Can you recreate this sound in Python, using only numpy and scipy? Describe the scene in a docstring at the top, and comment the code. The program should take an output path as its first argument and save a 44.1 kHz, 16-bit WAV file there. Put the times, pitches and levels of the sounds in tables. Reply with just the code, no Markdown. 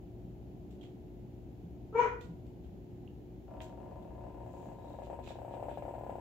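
"""Bullfrog in a glass tank

A bullfrog lifted on a hand gives one short, loud croak: unsteady cord pulses and puffs through a throat.
A long buzzing rattle of single pops follows, crisper as the microphone rises past the tank's rim.
Wet skin smacks, brushes and squeaks as shaped noise; bumps ring low modes and a drop blips.
A pump hums in wavering sines, over rumble, thin hiss and a high whine, in a small live room.
"""
import sys
import numpy as np
from scipy import signal
from scipy.fft import rfft, irfft
from scipy.io import wavfile

SR = 44100
rng = np.random.default_rng(int(sys.argv[2]) if len(sys.argv) > 2 else 0)


def to_wav(s):
    """Save 16-bit WAV."""
    ch = np.atleast_2d(s).T  # columns
    pcm = np.round(np.clip(ch, -1, 1) * 32767)  # PCM
    wavfile.write(sys.argv[1], SR, pcm.astype(np.int16))


N = 273684


def croak(jitter=0.064, puff_gain=8.2, source_tilt=0.28, rasp_hz=1900, ear_lag_s=0.000095):
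    """Fast, unsteady pulses of the vocal cords and puffs of air sound through the throat."""
    # a hard push keeps the croak clean; it frays as the air runs out and ends in a soft hoot:
    # start_s, effort_db, roughness (0-1), rasp_db
    course = [(1.923, -47.5, 0.3, 0.5), (1.945, -42, 0.3, -1), (1.959, -25.5, 0, 1), (1.97, -34, .28, 1.5),
              (1.981, -27, 0.2, 4.5), (1.998, -20, 0.07, 0), (2.016, -30.5, 0.37, 3.5),
              (2.05, -28.5, 0.28, -5.5), (2.075, -33, .45, -4), (2.096, -49, 0.53, -9),
              (2.116, -35, 0.19, -9), (2.187, -43, .06, -19), (2.215, -61, 0.2, -22)]
    # the pitch scoops up as the cords tighten, then holds: start_s, pitch_hz
    pitch = [(1.923, 428), (1.95, 456), (2.0, 482), (2.11, 482), (2.21, 474)]
    # throat resonances: frequency_hz, gain_db
    throat = [(150, -15), (330, -9), (465, 7.5), (600, -12), (800, -3), (970, 7), (1150, -6.5), (1420, -4),
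              (1640, -9), (2100, -8.5), (2340, -5.5), (2600, -18), (3200, -26.5), (3700, -34), (4900, -40),
              (6200, -29), (7700, -38.5), (9000, -91)]
    # the bass comes straight, the treble by way of the walls: frequency_hz, direct_db, room_db
    paths = [(486, -1.5, -10.5), (950, -4.5, -9), (1630, -13.5, -1)]
    # stereo balance: frequency_hz, left_minus_right_db
    balance = [(480, 0.5), (960, 4.5), (1400, 1.5), (2200, -2.5), (4000, -9.5), (7000, 8.5)]
    tighten_s = 0.047
    # the octave rings out when tight cords are pushed hard
    octave_slack_db, octave_full_db = -12.5, 5.5

    s, *controls = np.transpose(course)
    t = np.arange(0, s[-1] - s[0], 1 / SR)
    effort_db, rough, rasp_db = (np.interp(s[0] + t, s, control) for control in controls)
    hz = np.interp(s[0] + t, *np.transpose(pitch))
    turns = np.cumsum(hz * (1 + jitter * rough * wander(len(t), 200))) / SR

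    tension = np.sin(np.pi / 2 * np.minimum(t / tighten_s, 1)) ** 2
    push = np.sqrt(amp(effort_db - effort_db.max()))
    octave = amp(octave_slack_db + (octave_full_db - octave_slack_db) * tension * push)
    cords = np.zeros(len(t))
    for k in range(1, 16):
        harmonic = np.sin(2 * np.pi * k * turns) / k ** source_tilt
        cords += (octave if k == 2 else 1) * harmonic

    # each cycle starts with the strongest breath
    puffs = unit((0.25 + np.exp(-(turns % 1) / 0.6)) * rng.standard_normal(len(t)))
    voice = unit(colour(unit(cords) + puff_gain * rough * puffs, throat))
    rasp = signal.sosfiltfilt(signal.butter(3, rasp_hz, "high", fs=SR, output="sos"), voice)
    edges = signal.windows.tukey(len(t), .05)
    call = edges * amp(effort_db) * (voice + (amp(rasp_db) - 1) * rasp)

    # the direct sound reaches the right ear first
    dry = np.zeros((2, N))
    add(dry[0], s[0] + ear_lag_s, call)
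    add(dry[1], s[0], call)
    direct = colour(dry, [(f, db) for f, db, _ in paths])
    scattered = room(colour(dry[0], [(f, db) for f, _, db in paths]))
    heard = direct + scattered + glass(dry[0])
    return irfft(rfft(heard) * sides(read(balance, np.fft.rfftfreq(N, 1 / SR))), N)


def glass(x):
    """The ringing between the glass walls; the two ears catch each resonance a quarter cycle apart."""
    # what the croak leaves ringing: frequency_hz, t60_s, gain_db
    resonances = [(440, 0.2, 2.5), (909, .3, 3), (1333, 0.13, 9.5), (1483.5, .35, 13), (2310, 0.34, 3)]
    t = np.arange(SR // 2) / SR
    modes = np.zeros(len(t), complex)
    for hz, t60, db in resonances:
        # makes db the gain at the resonance, however long it rings
        scale = 2 * np.log(1000) / (t60 * SR)
        modes += amp(db - 60 * t / t60) * scale * np.exp(2j * np.pi * hz * t)
    return convolve(x, np.array([modes.real, modes.imag]))


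def rattle(slip_s=0.00028, uneven_db=2.02, pulse_hz=660, pulse_s=0.00093, pan_db=7, room_db=-8.0,
           ring_db=-13.0, room_pan_db=3, treble_hz=2200, rasp_db=-75, rasp_s=0.0055):
    """Slack cords pop open one pulse at a time, in runs with short hitches between them."""
    # unbroken runs: first_pulse_s, last_pulse_s, push_db
    runs = [(3.481, 3.54, -38), (3.57, 3.604, -35), (3.635, 3.726, -39.5), (3.776, 3.913, -35),
            (3.959, 4.107, -37.5), (4.151, 4.299, -36), (4.345, 4.493, -35), (4.54, 4.747, -35.5),
            (4.787, 4.874, -36.5), (4.906, 4.941, -33), (4.989, 5.021, -31), (5.071, 5.131, -31.5),
            (5.191, 5.191, -30), (5.275, 5.308, -31.5), (5.357, 5.512, -32.5), (5.54, 5.715, -32),
            (5.774, 5.774, -30.5), (5.825, 5.94, -31.5), (5.954, 6.012, -34), (6.037, 6.186, -32)]
    # the pops as tank and room scatter them: frequency_hz, gain_db
    scatter_colour = [(120, -30.5), (300, -33.5), (450, 6), (570, 4.5), (780, -3.5), (970, -9.5),
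                      (1130, -14), (1400, -14.5), (1700, -17), (2000, -19), (2700, -12), (5000, -52),
                      (7600, -18.5), (11000, -36.5)]
    # the rasp of a single pop: frequency_hz, gain_db
    pop_rasp = [(700, -9), (1400, 13), (2700, -1.5), (4300, -11), (9500, -28)]
    # nearby hard surfaces: delay_s, left_gain, right_gain
    reflections = [(.0048, -0.092, -0.16), (.0067, -0.38, 0.06), (.0126, 0.52, 0.0036), (.017, 0.47, -0.18)]
    # standing waves the pops keep ringing: frequency_hz, t60_s, mic_low_db, mic_high_db
    standing_waves = [(586, 1, -7, 6.5), (638, 0.36, 9, -18), (733, 0.38, 3.5, -4), (930, 0.41, 3, 4.5),
                      (1010.5, 0.84, -3, -1), (1173, 0.22, -12, -35), (1350, 0.096, -12, -49),
                      (1680, 0.2, -22, -19.5), (2565, 0.057, -23, -38)]
    # the direct path opens up as the microphone clears the rim: start_s, level_db
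    direct_path = [(3.5, -11.5), (4.6, -7.5), (4.95, -4.5), (6.2, 1)]
    pulses_per_s, run_swell_db = 33, 0.8  # the push swells in the middle of each run
    treble_low_db, treble_high_db = -14, -5.5  # microphone low and high

    pops = np.zeros(N)
    for first, last, run_db in runs:
        times = np.linspace(first, last, round((last - first) * pulses_per_s) + 1)
        push_db = run_db + run_swell_db * np.sin(np.linspace(0, np.pi, len(times)))
        chance = rng.standard_normal((len(times), 2))
        for s, db, (slip, size) in zip(times, push_db, chance):
            add(pops, s + slip_s * slip, amp([db + uneven_db * size]))

    # each pop is a smooth swing of barely two cycles
    u = np.arange(-256, 257) / SR
    pulse = -np.exp(-.5 * (u / pulse_s) ** 2) * np.sin(2 * np.pi * pulse_hz * u)
    direct = signal.fftconvolve(pops, pulse, "same")
    opening = amp(np.interp(np.arange(N) / SR, *np.transpose(direct_path)))
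    out = sides(pan_db) * direct * opening
    for delay, left, right in reflections:
        add(out, delay, np.array([[left], [right]]) * direct)

    scattered = convolve(pops, ring(scatter_colour))[0]
    t = np.arange(SR // 2) / SR
    waves = 0
    for hz, t60, low_db, high_db in standing_waves:
        mode = np.exp(-np.log(1000) * t / t60) * np.sin(2 * np.pi * hz * t)
        waves = waves + lifted(low_db, high_db, bend=0.72) * unit(convolve(pops, mode))
    waves = np.std(scattered) * waves  # level follows the scattered sound before its treble moves
    high_pass = signal.butter(2, treble_hz, "high", fs=SR, output="sos")
    treble = signal.sosfiltfilt(high_pass, scattered)
    bright = scattered + (lifted(treble_low_db, treble_high_db, bend=1.0) - 1) * treble
    waves *= np.std(bright) / np.std(scattered)  # and then keeps step with it

    # each pop ends in a soft, brief rasp
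    bursts = convolve(pops, t / rasp_s * np.exp(-t / rasp_s)) * rng.standard_normal((2, N))
    out += amp(rasp_db) * unit(colour(bursts, pop_rasp)) * opening
    return out + sides(room_pan_db) * (amp(room_db) * room(bright) + amp(ring_db) * waves)


def skin(room_db=-3, direct_db=-2):
    """Wet skin unsticks in brief smacks and slides in soft swells."""
    # skin unsticking from skin and wood, levels ahead of the direct and room paths:
    # start_s, level_db, t60_s, tilt_db_per_octave, air_pocket_hz
    smacks = [(0.704, -66.5, 0.14, 4, 5000), (2.206, -54.5, 0.18, 3, 4300), (2.464, -66, 0.058, 5.5, 5000),
              (2.635, -65.5, 0.15, 0.5, 4160), (3.601, -50, 0.12, -7, 3380), (3.613, -51.5, 0.11, 5, 5200),
              (4.022, -63, 0.021, 2, 3660), (5.82, -51, 0.012, -15, 2500)]
    # the hand brushing past, levels likewise:
    # start_s, length_s, level_db, tilt_db_per_octave, squeak_hz, squeak_db
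    brushes = [(0.798, 0.086, -62.5, 1.5, 3230, 10.5), (4.42, 0.37, -72, 8, 6800, 6.5),
               (4.747, 0.3, -73.5, 8, 3880, 14), (5.024, 0.053, -62, 2, 2700, 0),
               (5.224, 0.11, -52, 0.5, 3730, 4), (5.5, 0.078, -61, -5, 2700, -4),
               (5.659, 0.14, -63, -4.5, 3520, 5.5)]
    smack_rise_s = 0.0048
    pocket_width_hz, pocket_db = 940, 2  # the air trapped in a smack
    squeak_width_hz = 260

    t, dry = np.arange(SR // 2) / SR, np.zeros((2, N))
    for s, db, t60, tilt_db, pocket_hz in smacks:
        fall = np.exp(-np.log(1000) * np.maximum(t - smack_rise_s, 0) / t60)
        shape = np.minimum(t / smack_rise_s, 1) * fall
        noise = skin_noise(len(t), tilt_db, pocket_hz, pocket_db, pocket_width_hz)
        add(dry, s, amp(db) * shape * noise)
    for s, length, db, *timbre in brushes:
        swell = np.sin(np.pi * np.minimum(t / length, 1))
        add(dry, s, amp(db) * swell * skin_noise(len(t), *timbre, squeak_width_hz))
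    return amp(direct_db) * dry + amp(room_db) * room(dry)


def skin_noise(size, tilt_db, peak_hz, peak_db, width_hz, grain_db=4):
    """The grainy hiss of wet skin, with one resonance where it squeaks or traps air; rms 1."""
    # basic timbre: frequency_hz, gain_db
    skin_colour = [(500, 9.5), (1900, -0.5), (2550, 6.5), (4000, 0.5), (4500, -5.5), (5400, -8.5),
                   (7300, -9), (8300, -20), (9200, -26), (11500, -19.5), (15000, -20.5)]
    # stereo balance: frequency_hz, left_minus_right_db
    balance = [(1000, 0), (2900, -8), (5200, -2), (7600, 18.5), (14000, -3)]
    hz = np.fft.rfftfreq(size, 1 / SR)
    grains = rng.standard_normal((2, size)) * amp(grain_db * wander(size, 385))
    # the boost in dB halves at width_hz from its peak
    peak = peak_db / (1 + ((hz - peak_hz) / width_hz) ** 2)
    tilt = tilt_db * np.log2(np.maximum(hz, 2000) / 2000)  # above 2 kHz only
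    timbre = amp(read(skin_colour, hz) + peak + tilt)
    return unit(irfft(rfft(grains) * timbre * sides(read(balance, hz)), size))


def drop(pan_db=-9, room_db=-5):
    """A drop lands with one tiny, pitched blip."""
    start_s, pitch_hz, rise_s, level_db = 3.0765, 2850, 0.0008, -55  # level ahead of pan and room
    t, dry = np.arange(SR // 10) / SR, np.zeros(N)
    shape = t / rise_s * np.exp(1 - t / rise_s)
    add(dry, start_s, amp(level_db) * shape * np.sin(2 * np.pi * pitch_hz * t))
    return sides(pan_db) * (dry + amp(room_db) * room(dry))


def bumps(rise_s=0.027, spread=0.069):
    """A soft push sets a few close low modes of the tank ringing."""
    # soft bumps of hand and frog: start_s, level_db, pitch_hz
    pushes = [(0.236, -49, 169), (1.631, -47.5, 176.3), (2.269, -45.5, 168.8)]
    t, out = np.arange(SR // 3) / SR, np.zeros(N)
    shape = t / rise_s * np.exp(1 - t / rise_s)
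    for s, db, hz in pushes:
        modes = sum(np.sin(2 * np.pi * (hz * (1 + spread * k) * t + rng.random())) for k in (-1, 0, 1))
        add(out, s, amp(db) * unit(modes) * shape)
    return out


def pump(waver_hz=1.227, flutter=0.15):
    """A motor hum whose lines waver slightly in pitch and level."""
    # hum lines: pitch_hz, level_db (rms)
    hum = [(61, -67.5), (119.8, -57), (240, -66), (295, -62), (360, -59)]
    lines = np.zeros(N)
    for hz, db in hum:
        level = amp(db) * (1 + flutter * wander(N, 1.7))
        turns = np.cumsum(hz + waver_hz * wander(N, 3.4)) / SR
        lines += level * np.sin(2 * np.pi * turns)
    return np.sqrt(2) * lines * sides(0.51)


def air(level_db=-50, boom_hz=185, boom_octaves=0.17):
    """Low rumble under a thin hiss; the part that booms inside the tank follows the microphone."""
    # steady air and machinery: frequency_hz, relative_level_db
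    spectrum = [(20, -40), (36, -16), (55, 5), (90, -1.5), (180, -4.5), (370, -7), (520, -16.5), (750, -17),
                (1150, -37.5), (2800, -39), (5500, -48), (7200, -46), (8300, -59.5), (12500, -48),
                (16000, -49)]
    # stereo balance: frequency_hz, left_minus_right_db
    balance = [(50, 7), (300, -3.5), (1000, 6.5), (3000, -5), (9000, 4.5)]
    boom_low_db, boom_high_db = 3, -2.5  # microphone low and high
    hz = np.fft.rfftfreq(N, 1 / SR)
    noise = irfft(diffuse(N) * amp(read(spectrum, hz)) * sides(read(balance, hz)), N)
    steady = amp(level_db) * unit(noise)
    boom_band = np.exp(-.5 * (np.log2((hz + 1) / boom_hz) / boom_octaves) ** 2)
    boom = irfft(rfft(steady) * boom_band, N)
    return steady + boom * (lifted(boom_low_db, boom_high_db, bend=1.35) - 1)


def whine(hz=14900, width_hz=140, low_db=-113, high_db=-80.5):
    """A narrow, high hiss that grows as the microphone nears the lamp."""
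    f = np.fft.rfftfreq(N, 1 / SR)
    band = irfft(rfft(rng.standard_normal((2, N))) / (1 + ((f - hz) / width_hz) ** 2), N)
    return unit(band) * lifted(low_db, high_db, bend=0.98)


def room(x, build_s=0.0048):
    """A diffuse tail for each ear, every band dying at its own speed; as loud as the source."""
    # decay of the room: frequency_hz, t60_s
    decay = [(200, 1), (500, 0.39), (1000, 0.43), (2300, 0.31), (6000, 0.32), (14000, 0.23)]
    hz, t, z = signal.stft(irfft(diffuse(SR // 2)), SR, nperseg=256)
    z *= amp(-60 * t / read(decay, hz)[:, None])
    tail = signal.istft(z * (1 - np.exp(-t / build_s)), SR, nperseg=256)[1]
    return np.array([unit(side) for side in convolve(x, tail)]) * np.std(x)


def diffuse(size):
    """Spectra of noise from all sides: bass alike in both ears, treble nearly unrelated."""
    # likeness of the ears: frequency_hz, left_right_correlation (0-1)
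    likeness = [(50, 1), (400, 0.69), (600, 0.42), (1000, 0.028), (8000, 0.088)]
    left, other = rfft(rng.standard_normal((2, size)))
    same = np.clip(read(likeness, np.fft.rfftfreq(size, 1 / SR)), -1, 1)
    return np.array([left, same * left + np.sqrt(1 - same ** 2) * other])


def lifted(low_db, high_db, bend):
    """A gain that moves as the microphone rises past the rim; a bend under 1 comes early, over 1 late."""
    rise_from_s, rise_to_s = 3.72, 5.6
    height = np.interp(np.arange(N) / SR, [rise_from_s, rise_to_s], [0, 1])
    return amp(low_db + (high_db - low_db) * height ** bend)


def amp(db):
    """Decibels to gain."""
    return 10 ** (np.asarray(db) / 20)


def unit(x):
    """Scales to rms 1."""
    return x / np.sqrt(np.mean(x ** 2) + 1e-20)


def sides(db):
    """Left and right gains for a left-right difference."""
    return amp(np.array([[.5], [-.5]]) * db)


def read(points, hz):
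    """Reads a spectrum on a log-frequency axis."""
    f, value = np.transpose(points)
    return np.interp(np.log(hz + 1), np.log(f), value)


def add(mix, s, sound):
    """Mixes a sound in at time s."""
    part = mix[..., round(s * SR):][..., :sound.shape[-1]]
    part += sound[..., :part.shape[-1]]


def wander(size, hz):
    """Smooth random drift, mostly slower than hz; rms 1."""
    f = np.fft.rfftfreq(size, 1 / SR)
    return unit(irfft(rfft(rng.standard_normal(size)) * np.exp(-(f / hz) ** 2), size))


def ring(points, size=2048):
    """The causal (minimum-phase) response of a body with this spectrum, peak 1."""
    log_gain = np.log(amp(read(points, abs(np.fft.fftfreq(size, 1 / SR)))))
    response = np.fft.ifft(np.exp(np.conj(signal.hilbert(log_gain)))).real[:size // 2]
    return response / abs(response).max()


def convolve(x, response):
    """Filters a sound by a response, cut at the length of the scene."""
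    return signal.fftconvolve(np.atleast_2d(x), np.atleast_2d(response), axes=1)[:, :N]


def colour(x, points):
    """Filters a sound by a spectrum."""
    gain = amp(read(points, np.fft.rfftfreq(x.shape[-1], 1 / SR)))
    return irfft(rfft(x) * gain, x.shape[-1])


def scene():
    """The frog and the hand over the steady sound of the tank."""
    return croak() + rattle() + skin() + drop() + bumps() + pump() + air() + whine()


def record(dry, edge_hz=15750):
    """The recorder's band limit, a steep low-pass."""
    low_pass = signal.firwin(511, edge_hz, window=("kaiser", 9), fs=SR)
    return signal.oaconvolve(dry, low_pass[None], "same")


dry = scene()
out = record(dry)
to_wav(out)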